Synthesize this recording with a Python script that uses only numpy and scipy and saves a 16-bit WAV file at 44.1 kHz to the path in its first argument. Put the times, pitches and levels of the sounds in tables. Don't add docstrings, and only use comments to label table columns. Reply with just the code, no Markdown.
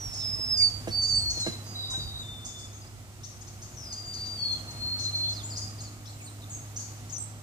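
import sys
import numpy as np
from scipy import signal
from scipy.fft import rfft, irfft, next_fast_len
from scipy.io import wavfile

SR = 44100
rng = np.random.default_rng(int(sys.argv[2]) if len(sys.argv) > 2 else 0)


def unload_audio(sound):
    columns = np.transpose(np.atleast_2d(sound))
    steps = np.round(np.clip(columns, -1, 1) * 32767)
    wavfile.write(sys.argv[1], SR, steps.astype(np.int16))


N = 327222
TIME = np.arange(N) / SR
PORT_LAG_MS, CUTOFF_HZ = 0.2, 14900

# time_s, level_db
RUMBLE_RIDE = [(0.0, -58), (0.08, -40), (0.14, -58), (0.35, -47.5), (1.36, -48.5), (1.75, -60),
               (1.96, -46.5), (2.81, -56), (4.92, -51.5), (5.95, -56.5), (7.38, -52.5), (7.42, -64)]
# time_s, traffic_db, leaves_db
BED_RIDE = [(0.0, -52.5, -62.5), (1.49, -50.5, -63), (2.04, -51.5, -65.5), (3.1, -57, -68),
            (4.69, -50.5, -63), (5.56, -51, -63.5), (6.05, -55, -66.5), (7.03, -53.5, -64.5),
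            (7.42, -53.5, -67.5)]
# frequency_hz, gain_db
RUMBLE_EQ = [(12, -15), (28, -5.5), (50, 5.5), (70, 5.5), (100, 4), (135, 4), (180, -36), (260, -46),
             (500, -37)]
# frequency_hz, gain_db
TRAFFIC_EQ = [(60, -4.5), (130, 4), (250, -1), (330, -3.5), (420, -6), (540, -8), (700, -4), (1000, -9.5),
              (1270, -7.5), (1700, -15.5), (2500, -21), (4000, -20.5), (9000, -32)]
# frequency_hz, gain_db
LEAVES_EQ = [(800, -10), (2000, 5.5), (3500, 2.5), (5000, 3.5), (6500, 6), (8000, 5.5), (10000, -1.5),
             (12000, -4), (15000, -3.5)]
# frequency_hz, correlation (capped at 1 in use)
BED_LIKENESS = [(25, -0.7), (70, 1), (300, 0.8), (600, 0.8), (1100, 1.1), (2000, 0.27), (4000, 0),
                (15000, 0)]
# frequency_hz, pan_db
BED_BALANCE = [(60, -3.5), (130, -2), (290, -1.5), (630, -1), (1390, -2), (3040, -1.5), (6660, -3),
               (14600, -4.5)]
# time_s, firing_rate_hz, level_db
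ENGINE_RUN = [(0.0, 102.2, -43), (0.12, 101.7, -46.5), (0.97, 101.8, -41.5), (1.26, 103.4, -43),
              (3.7, 101.1, -49.5), (5.68, 103.6, -40), (5.97, 104.2, -45.5), (7.19, 103.9, -43.5),
              (7.42, 104.6, -45.5)]
# firing_rate_ratio, gain_db
ENGINE_PARTIALS = [(1, 0), (1.345, -17.5), (2.335, -15.5), (3, -26)]
# time_s, pitch_hz, level_db
TRAFFIC_WHINE = [(0, 346, -71.5), (3.05, 365.7, -66), (4.1, 349, -64), (5.6, 302.2, -62.5),
                 (6.5, 295.8, -59.5), (7.42, 284.5, -77)]

# start_s, pitch_hz, level_db
CREAK_TICKS = [(1.91, 1050, -43), (1.922, 960, -47), (1.938, 1570, -42), (1.94, 800, -40.5)]
# start_s, thump_db, tick_db, brightness_hz
KNOCKS = [(0.387, -41, -83, 700), (.873, -26, -36, 1000), (1.37, -39, -38, 600), (1.464, -26, -35, 1700),
          (1.928, -52, -38.5, 2000), (1.974, -28, -61, 170), (2.843, -55, -49, 2000)]
# delay_s, gain_db, hardness (0-1)
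KNOCK_CONTACTS = [(0, 0, 1), (.0061, -1, 1), (.0152, 3, .17)]
# frequency_hz, gain_db, t60_s
KNOCK_MODES = [(141, -12, 0.13), (215, -6.5, 0.063), (326, 0, 0.03), (478, -0.5, 0.026), (650, 1, 0.022),
               (1056, -16, .045), (1180, -15.5, 0.035), (1620, -6, 0.024), (2120, -3, 0.031),
               (2900, -6, 0.034)]

# frequency_hz, gain_db
LEFT_SHADE_EQ = [(6900, 1), (7600, -6.5), (8500, -55), (10000, 3.5), (12500, -19)]
# start_s, length_s, middle_pitch_hz, level_db, pan_db, shape
TWITTERS = [(0.203, 0.049, 3640, -49, 3, "fall"), (0.601, 0.029, 2200, -46.5, -19, "dip"),
            (.885, 0.096, 5270, -50.5, 5, "fall"), (1.149, 0.084, 7790, -39, -12, "dip"),
            (1.661, 0.044, 6400, -50.5, 2, "rise"), (2.188, 0.042, 6970, -52, -2, "rise"),
            (2.727, 0.048, 6460, -52, 5, "rise"), (3.769, 0.039, 5950, -49, 18, "rise"),
            (3.924, 0.028, 4300, -47.5, 0, "dip"), (4.055, 0.039, 7000, -50, 2, "rise"),
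            (4.128, 0.094, 4200, -49, 2, "dip"), (4.204, 0.087, 4250, -54, 2, "fall"),
            (4.375, 0.22, 3400, -52, -1, "bow"), (5.233, 0.064, 3670, -50.5, 0, "arch"),
            (5.327, 0.057, 4780, -45, -1, "fall"), (5.38, 0.045, 3630, -47.5, -4, "fall"),
            (5.424, 0.044, 6990, -40.5, 5, "rise"), (5.5, 0.046, 4670, -43.5, 0, "fall"),
            (5.559, 0.03, 4760, -50, 0, "fall"), (5.778, 0.038, 4490, -49.5, 3, "fall"),
            (5.833, 0.057, 4500, -50, 0, "fall"), (6.074, 0.0304, 4190, -54, 0, "rise"),
            (6.091, 0.037, 7340, -54, -5, "rise"), (6.182, 0.025, 8060, -55, -15, "scoop"),
            (6.2, 0.029, 2430, -54, -7, "fall"), (6.205, 0.075, 6850, -50.5, 4, "dip"),
            (6.238, 0.034, 8650, -50, -25, "arch"), (6.26, 0.034, 4160, -52, -1, "fall"),
            (6.416, 0.03, 3620, -52.5, 2, "scoop"), (6.494, 0.061, 6520, -44.5, 1, "ripple"),
            (7.122, 0.065, 5970, -36, 14, "scoop"), (7.18, 0.07, 7540, -38, -10, "dip")]
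TWITTER_SHAPES = {"fall": (1.12, .9, 1.12, -14, -5), "rise": (.95, 1.06, 1.08, -9, 2),
                  "scoop": (1.15, 1.02, 1.1, -8, -8), "dip": (1.09, 1.08, 1.08, -5, -7),
                  "ripple": (1.12, 1.02, 1.18, -7, 4), "arch": (.86, .93, .9, -10, 0),
                  "bow": (.95, .95, 1.1, -25, -5)}
# centre_s, pitch_hz, level_db, pan_db, send_db, focus_db_per_octave
CHIPS = [(0.142, 6190, -43, -5, 6.5, 7), (0.581, 6620, -36.5, 3, 3, 1), (.622, 6370, -36.5, 6, -1.5, 10),
         (1.027, 6620, -40.5, 1, 8.5, 10), (1.094, 6620, -45, 5, 11.5, 14), (1.31, 6276, -33, 2, 0.5, 27),
         (1.408, 6720, -35, 2, 2, 19), (1.912, 6650, -39.5, -13, 4.5, 15),
         (2.459, 6660, -39.5, -8, 4.5, 21), (2.595, 6620, -48.5, -9, 8.5, 5), (3.245, 5910, -44, 6, 4, 11),
         (3.421, 6760, -45.5, 12, -2, 15), (3.481, 6000, -50.5, 13, 2.5, 8), (3.628, 6290, -46.5, 2, 4, 14),
         (3.935, 6400, -37, 5, -4, 11), (4.148, 6270, -40.5, 6, -1.5, 10), (4.266, 6230, -47, 14, 3.5, 3),
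         (4.531, 6370, -47.5, 7, 4, 1), (4.717, 6360, -46.5, 14, -6, 10), (4.999, 5960, -44, 11, 9.5, 5),
         (5.049, 6400, -40, 12, -9, 7), (5.163, 5950, -47, 8, 1.5, 10), (5.302, 6290, -46, 11, 4.5, 10),
         (5.58, 6320, -34.5, 8, 0, 5), (5.815, 6650, -43.5, 1, 2.5, 15), (6.066, 5400, -49.5, 7, 0, 13),
         (6.773, 6340, -34.5, -1, -0.5, 40), (6.803, 6370, -42.5, -9, 5.5, 10),
         (7.106, 6520, -44.5, 7, 0, 22)]
# pitch_ratio, gain_db
CHIP_VOICES = [(0.722, 6), (0.999, 7.5), (1.133, 5.5), (1.38, -3.5), (1.62, -9)]
# frequency_hz, gain_db
THROAT_EQ = [(2800, 30), (4000, -4.5), (5400, 2), (6400, 1.5), (7300, -1), (8600, 8.5), (10500, -2)]

# time_s, pitch_hz, level_db
LEAD_SLUR = [(-.03, 6030, -43), (.06, 5600, -35), (.11, 5390, -41.5), (.22, 5326, -30.5),
             (.29, 5110, -29.5), (.32, 5235, -33), (.345, 5160, -29), (.385, 5290, -36),
             (.425, 5204, -29.5), (.465, 5305, -31), (.54, 5136, -21), (.565, 4910, -29), (.61, 4730, -16),
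             (.64, 4607, -15.5), (.68, 4595, -24), (.72, 4520, -47)]
LEAD_HOLD = [(.895, 4490, -37), (.92, 4500, -33.5), (.955, 4608, -25), (1.02, 4570, -24.5),
             (1.055, 4550, -23.5), (1.075, 4680, -28), (1.13, 4550, -21), (1.18, 4576, -21.5),
             (1.198, 4694, -25.5), (1.225, 4450, -39)]
FOLLOWING_SLUR = [(1.15, 4530, -36), (1.225, 4370, -30), (1.26, 4380, -29.5), (1.312, 4390, -26.5),
                  (1.335, 4234, -43), (1.41, 4206, -29.5), (1.452, 4020, -33.5), (1.5, 4040, -41),
                  (1.6, 4000, -48)]
ANSWER = [(1.735, 3950, -36), (1.79, 3970, -35.5), (1.87, 3828, -36.5), (1.905, 3890, -35),
          (1.95, 3875, -32), (1.988, 3884, -36), (2.06, 3790, -44), (2.13, 3820, -41), (2.2, 3864, -36),
          (2.25, 3880, -45)]
CLOSING_HOLD = [(4.66, 4200, -45), (4.78, 4250, -46), (4.83, 4235, -32.5), (4.945, 4260, -29),
                (4.98, 4236, -39), (5.06, 4144, -26.5), (5.1, 4165, -30), (5.127, 4150, -40),
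                (5.15, 4174, -29), (5.22, 4187, -28), (5.29, 4197, -28), (5.36, 4140, -37)]
# bends, pan_db, lag_ms, octave_db, send_db, roughness (0-1)
NEAR_WHISTLES = [(LEAD_SLUR, -6.3, .15, -24.5, -10, .2), (LEAD_HOLD, -7.3, 0.2, -27.5, -11, .2),
                 (FOLLOWING_SLUR, -1, .14, -46, -7, .5), (ANSWER, -0.3, .14, -42, -9, .7),
                 (CLOSING_HOLD, 2, .14, -46, -9.5, .3)]
# start_s, drop_middle_s, shelf_hz,
# final_hz, shelf_db, final_db, fade_in_db, pan_db, lag_ms, octave_db, send_db, roughness (0-1)
SLURS = [(.83, 1.385, 5800, 4950, -48, -51.5, 21, 4, 0.2, -49, 2.5, 0.4),
         (3.674, 4.439, 4654, 4197, -36.5, -29.5, 21.5, 1, 0.17, -29, -2.5, 0.27)]
# start_s, length_s, pitch_hz, level_db, swell_db,
# pan_db, lag_ms, octave_db, send_db, roughness (0-1)
HELD_NOTES = [(1.624, 0.32, 4830, -44.5, 7, -12, 0.066, -45, -11, 0.16),
              (1.967, 0.17, 4740, -42, -2, -8, 0.15, -34, -9, 0.18),
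              (2.113, 0.14, 4744, -55, 4, -14, 0.061, -34, -7, 0.36),
              (2.201, 0.28, 3575, -46, -5, -2, 0.22, -40, -4, 0.35),
              (2.439, 0.26, 3540, -47.5, 7, 1, 0.22, -38, -6.5, 0.37),
              (2.67, .14, 3550, -63, -3, 0, .23, -40, -2, 0.85),
              (2.781, 0.088, 4940, -52, -2, 6, 0.26, -45, -1, 0.9),
              (5.018, 0.11, 3950, -46, -7, 13, 0.27, -45, -4, 0.4),
              (5.524, 0.18, 4900, -42, -19, -3, 0.16, -47, 2, 1)]


def from_db(db):
    return 10 ** (np.asarray(db) / 20)


def rms_one(x):
    return x / np.sqrt(np.mean(x ** 2) + 1e-20)


def in_time(rows, t=TIME):
    times, *columns = np.transpose(rows)
    return [np.interp(t, times, column) for column in columns]


def at_hz(points, hz):
    frequencies, values = np.transpose(points)
    return np.interp(np.log(np.maximum(hz, 1)), np.log(frequencies), values)


def drift(rate_hz, size=N):
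    hop, warm_up = 40, 2000
    pole = np.exp(-2 * np.pi * hop * rate_hz / SR)
    noise = rng.standard_normal(N // hop + warm_up + 2)
    slow = signal.lfilter([1], [1, -2 * pole, pole * pole], noise)[warm_up:]
    return np.interp(np.arange(size) / hop, np.arange(len(slow)), rms_one(slow))


def band(x, low_hz, high_hz):
    return signal.sosfilt(signal.butter(2, [low_hz, high_hz], "band", fs=SR, output="sos"), x)


def phase_of(hz):
    return 2 * np.pi * np.cumsum(hz) / SR


def gate(t, length_s, edge_s):
    return np.sin(np.pi / 2 * np.clip(np.minimum(t, length_s - t) / edge_s, 0, 1)) ** 2


def panned(pan_db):
    return rms_one(from_db(np.array([[pan_db], [-pan_db]]) / 2))


def add(track, start_s, sound):
    start = round(start_s * SR)
    part = sound[..., max(-start, 0):max(N - start, 0)]
    track[..., max(start, 0):max(start, 0) + part.shape[-1]] += part


def lagged(x):
    return np.array([np.interp(TIME - PORT_LAG_MS / 1000, TIME, x[0]), x[1]])


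def shaded(x):
    size = next_fast_len(N + SR // 10)
    hz = np.arange(size // 2 + 1) * SR / size
    left = irfft(rfft(x[0], size) * from_db(at_hz(LEFT_SHADE_EQ, hz)), size)
    return np.array([left[:N], x[1]])


def tree_reverb(send, t60_s, build_s, lumpy_db):
    t = np.arange(SR) / SR
    envelope = from_db(-60 * t / t60_s) * (1 - np.exp(-t / build_s))
    tails = [rng.standard_normal(SR) * envelope * from_db(lumpy_db * drift(73, SR)) for _ in send]
    wet = [signal.fftconvolve(side, rms_one(tail))[:N] for side, tail in zip(send, tails)]
    return np.array(wet) / np.sqrt(SR)


def bed_noise(eq):
    size = next_fast_len(N)
    hz = np.arange(size // 2 + 1) * SR / size
    mid, side = rfft(rng.standard_normal((2, size)))
    alike = np.clip(at_hz(BED_LIKENESS, hz), -1, 1)
    sign = np.array([[1], [-1]])
    stereo = np.sqrt(1 + alike) * mid + np.sqrt(1 - alike) * side * sign
    colour = from_db(at_hz(eq, hz) + sign * at_hz(BED_BALANCE, hz) / 2)
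    lag = np.exp(-1j * np.pi * sign * hz * PORT_LAG_MS / 1000)
    return rms_one(irfft(colour * lag * stereo, size)[:, :N])


def air_bed(rumble_trim_db=3.5, traffic_trim_db=3.0, leaves_trim_db=13.0):
    rumble_db, = in_time(RUMBLE_RIDE)
    traffic_db, leaves_db = in_time(BED_RIDE)
    rumble = from_db(rumble_db + rumble_trim_db + 1.87 * drift(2.6)) * bed_noise(RUMBLE_EQ)
    traffic = from_db(traffic_db + traffic_trim_db) * bed_noise(TRAFFIC_EQ)
    leaves = from_db(leaves_db + leaves_trim_db) * bed_noise(LEAVES_EQ)
    return rumble + traffic + leaves


def high_whine(pitch_hz=14000, level_db=-68):
    envelope = gate(TIME - 1.2, 1.05, 0.047) + gate(TIME - 6.0, 1.0, .05)
    return from_db(level_db) * envelope * np.sin(2 * np.pi * pitch_hz * TIME)


def tyres(peak_s=5.4, width_s=0.67, level_db=-67):
    song = rms_one(band(rng.standard_normal((2, N)), 1224, 1240))
    swell = np.exp(-.5 * ((TIME - peak_s) / width_s) ** 2)
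    return from_db(level_db) * swell * song


def far_engine(throb_db=0.53, wander=0.00379):
    firing_hz, level_db = in_time(ENGINE_RUN)
    phase = phase_of(firing_hz * (1 + wander * drift(4.2)))
    drone = sum(from_db(level_db + gain_db + throb_db * drift(4.8)) * np.sin(ratio * phase)
                for ratio, gain_db in ENGINE_PARTIALS)
    whine_hz, whine_db = in_time(TRAFFIC_WHINE)
    whine = from_db(whine_db + 1.3 * drift(8.4)) * np.sin(phase_of(whine_hz))
    return np.sqrt(2) * (drone + whine) * panned(-0.52)


def creak(t60_s=0.12, attack_s=0.0036):
    track = np.zeros(N)
    t = np.arange(SR // 5) / SR
    for start_s, hz, level_db in CREAK_TICKS:
        envelope = from_db(level_db - 60 * t / t60_s) * gate(t, t[-1], attack_s)
        add(track, start_s, envelope * np.sin(2 * np.pi * hz * t))
    return track * panned(-2)


def knocks(tick_delay_s=0.0037, tick_decay_s=0.029, send_db=-8):
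    track = np.zeros(N)
    t = np.arange(SR // 4) / SR
    for start_s, thump_db, tick_db, bright_hz in KNOCKS:
        for delay_s, contact_db, hardness in KNOCK_CONTACTS:
            for k, (hz, mode_db, t60_s) in enumerate(KNOCK_MODES):
                rolloff = np.hypot(1, (hz / (bright_hz * hardness)) ** 2)
                strength = (-1) ** k * rng.uniform(.8, 1.2) / rolloff
                ring = from_db(mode_db - 60 * t / t60_s) * np.sin(2 * np.pi * hz * t)
                add(track, start_s + delay_s, from_db(thump_db + contact_db) * strength * ring)
        tick = band(rng.standard_normal(len(t)), 770, 7400) * np.exp(-t / tick_decay_s)
        add(track, start_s + tick_delay_s, from_db(tick_db) * tick)
    direct = track * panned(-3.4)
    return direct + from_db(send_db) * tree_reverb(direct, t60_s=.23, build_s=.005, lumpy_db=4)


def twitters(edge_s=0.0039, jitter=.013, ragged_db=3.2):
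    direct, send = np.zeros((2, 2, N))
    for start_s, length_s, hz, level_db, pan_db, shape in TWITTERS:
        first, last, second_ratio, second_db, send_db = TWITTER_SHAPES[shape]
        t = np.arange(int(length_s * SR)) / SR
        bend = np.polyval(np.polyfit([0, .5, 1], [first, 1, last], 2), t / length_s)
        phase = phase_of(hz * bend * (1 + jitter * drift(200, len(t))))
        voices = np.sin(phase) + from_db(second_db) * np.sin(second_ratio * phase)
        ragged = from_db(ragged_db * drift(94, len(t)))
        note = from_db(level_db) * rms_one(voices * ragged * gate(t, length_s, edge_s)) * panned(pan_db)
        add(direct, start_s, note)
        add(send, start_s, note * from_db(send_db))
    return direct + tree_reverb(send, t60_s=0.52, build_s=0.00038, lumpy_db=0.0)


def chips(trim_db=-2.0, length_s=0.031, rise=0.352, arch=0.261, rasp=0.0353):
    direct, send = np.zeros((2, 2, N))
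    t = np.arange(int(length_s * SR)) / SR
    from_centre = t / length_s - .5
    bend = 1 + rise * from_centre - arch * from_centre ** 2
    for centre_s, hz, level_db, pan_db, send_db, focus in CHIPS:
        flick = 0
        for ratio, voice_db in CHIP_VOICES:
            sweep_hz = hz * ratio * (bend + rasp * drift(560, len(t)))
            throat_db = at_hz(THROAT_EQ, sweep_hz) - focus * np.abs(np.log2(sweep_hz / hz))
            flick += from_db(voice_db + throat_db) * np.sin(phase_of(sweep_hz))
        chip = from_db(level_db + trim_db) * rms_one(flick * gate(t, length_s, length_s / 3))
        add(direct, centre_s - length_s / 2, chip * panned(pan_db))
        add(send, centre_s - length_s / 2, chip * from_db(send_db) * panned(4.1))
    return direct + tree_reverb(send, t60_s=0.56, build_s=0.002, lumpy_db=-2.5)


def tremble(size, rate_hz=13, irregular=0.46):
    phase = phase_of(rate_hz * (1 + irregular * drift(15.3, size)))
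    return np.sqrt(2) * np.sin(phase + 2 * np.pi * rng.random())


def held_note(length_s, hz, level_db, swell_db, sag_hz_per_s=183, edge_s=0.053):
    t = np.arange(int(length_s * SR)) / SR
    envelope = from_db(level_db + swell_db * (t / length_s - .5)) * gate(t, length_s, edge_s)
    return hz - sag_hz_per_s * (t - length_s / 2), envelope


def slur(start_s, drop_middle_s, shelf_hz, final_hz, shelf_db, final_db, fade_in_db):
    start_ratio, halfway_s, steepness = 1.6, 0.097, 2.7
    drop_s, tail_s = 0.24, 0.12
    accent_lead_s, accent_s = 0.038, 0.013
    length_s = drop_middle_s + tail_s - start_s
    t = np.arange(int(length_s * SR)) / SR
    from_drop_s = start_s + t - drop_middle_s
    height = 1 / (1 + (t / halfway_s) ** steepness)
    dropped = np.sin(np.pi / 2 * np.clip(from_drop_s / drop_s + .5, 0, 1)) ** 2
    hz = shelf_hz * (1 + (start_ratio - 1) * height) * (1 - dropped) + final_hz * dropped
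    accent = np.clip((from_drop_s + accent_lead_s) / accent_s, 0, 1)
    level_db = (shelf_db - fade_in_db * np.sqrt(height)) * (1 - accent) + final_db * accent
    return hz, from_db(level_db) * gate(t, length_s, edge_s=0.021)


def bent_note(bends):
    start_s, end_s = bends[0][0], bends[-1][0]
    t = np.arange(int((end_s - start_s) * SR)) / SR
    hz, level_db = in_time(bends, start_s + t)
    return hz, from_db(level_db) * gate(t, end_s - start_s, edge_s=0.032)


def whistles(trim_db=-2.0, vibrato=.001, tremolo_db=.7, flutter=.012, shimmer_db=4.5):
    direct, send = np.zeros((2, 2, N))
    notes = [(bends[0][0], *bent_note(bends), *mix) for bends, *mix in NEAR_WHISTLES]
    notes += [(row[0], *slur(*row[:7]), *row[7:]) for row in SLURS]
    notes += [(row[0], *held_note(*row[1:5]), *row[5:]) for row in HELD_NOTES]
    for start_s, hz, envelope, pan_db, lag_ms, octave_db, send_db, roughness in notes:
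        size = len(hz)
        pitch_wobble = roughness * flutter * drift(235, size) + vibrato * tremble(size)
        right_phase = phase_of(hz * (1 + pitch_wobble))
        phase = np.array([right_phase - 2 * np.pi * hz * lag_ms / 1000, right_phase])
        wobble_db = tremolo_db * tremble(size) + roughness * shimmer_db * drift(73, size)
        gain = envelope * from_db(trim_db) * rms_one(from_db(wobble_db))
        tone = np.sqrt(2) * gain * (np.sin(phase) + from_db(octave_db) * np.sin(2 * phase))
        add(direct, start_s, tone * panned(pan_db))
        add(send, start_s, tone * from_db(send_db) * panned(pan_db / 2))
    return direct + tree_reverb(send, t60_s=0.49, build_s=0.0027, lumpy_db=6.5)


def scene():
    birds = shaded(whistles() + lagged(chips())) + lagged(twitters())
    knocks_and_creak = lagged(knocks() + creak())
    background = lagged(far_engine()) + tyres() + air_bed() + high_whine()
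    return birds + knocks_and_creak + background


def record(dry):
    return signal.sosfilt(signal.ellip(10, .1, 80, CUTOFF_HZ, fs=SR, output="sos"), dry)


dry = scene()
out = record(dry)
unload_audio(out)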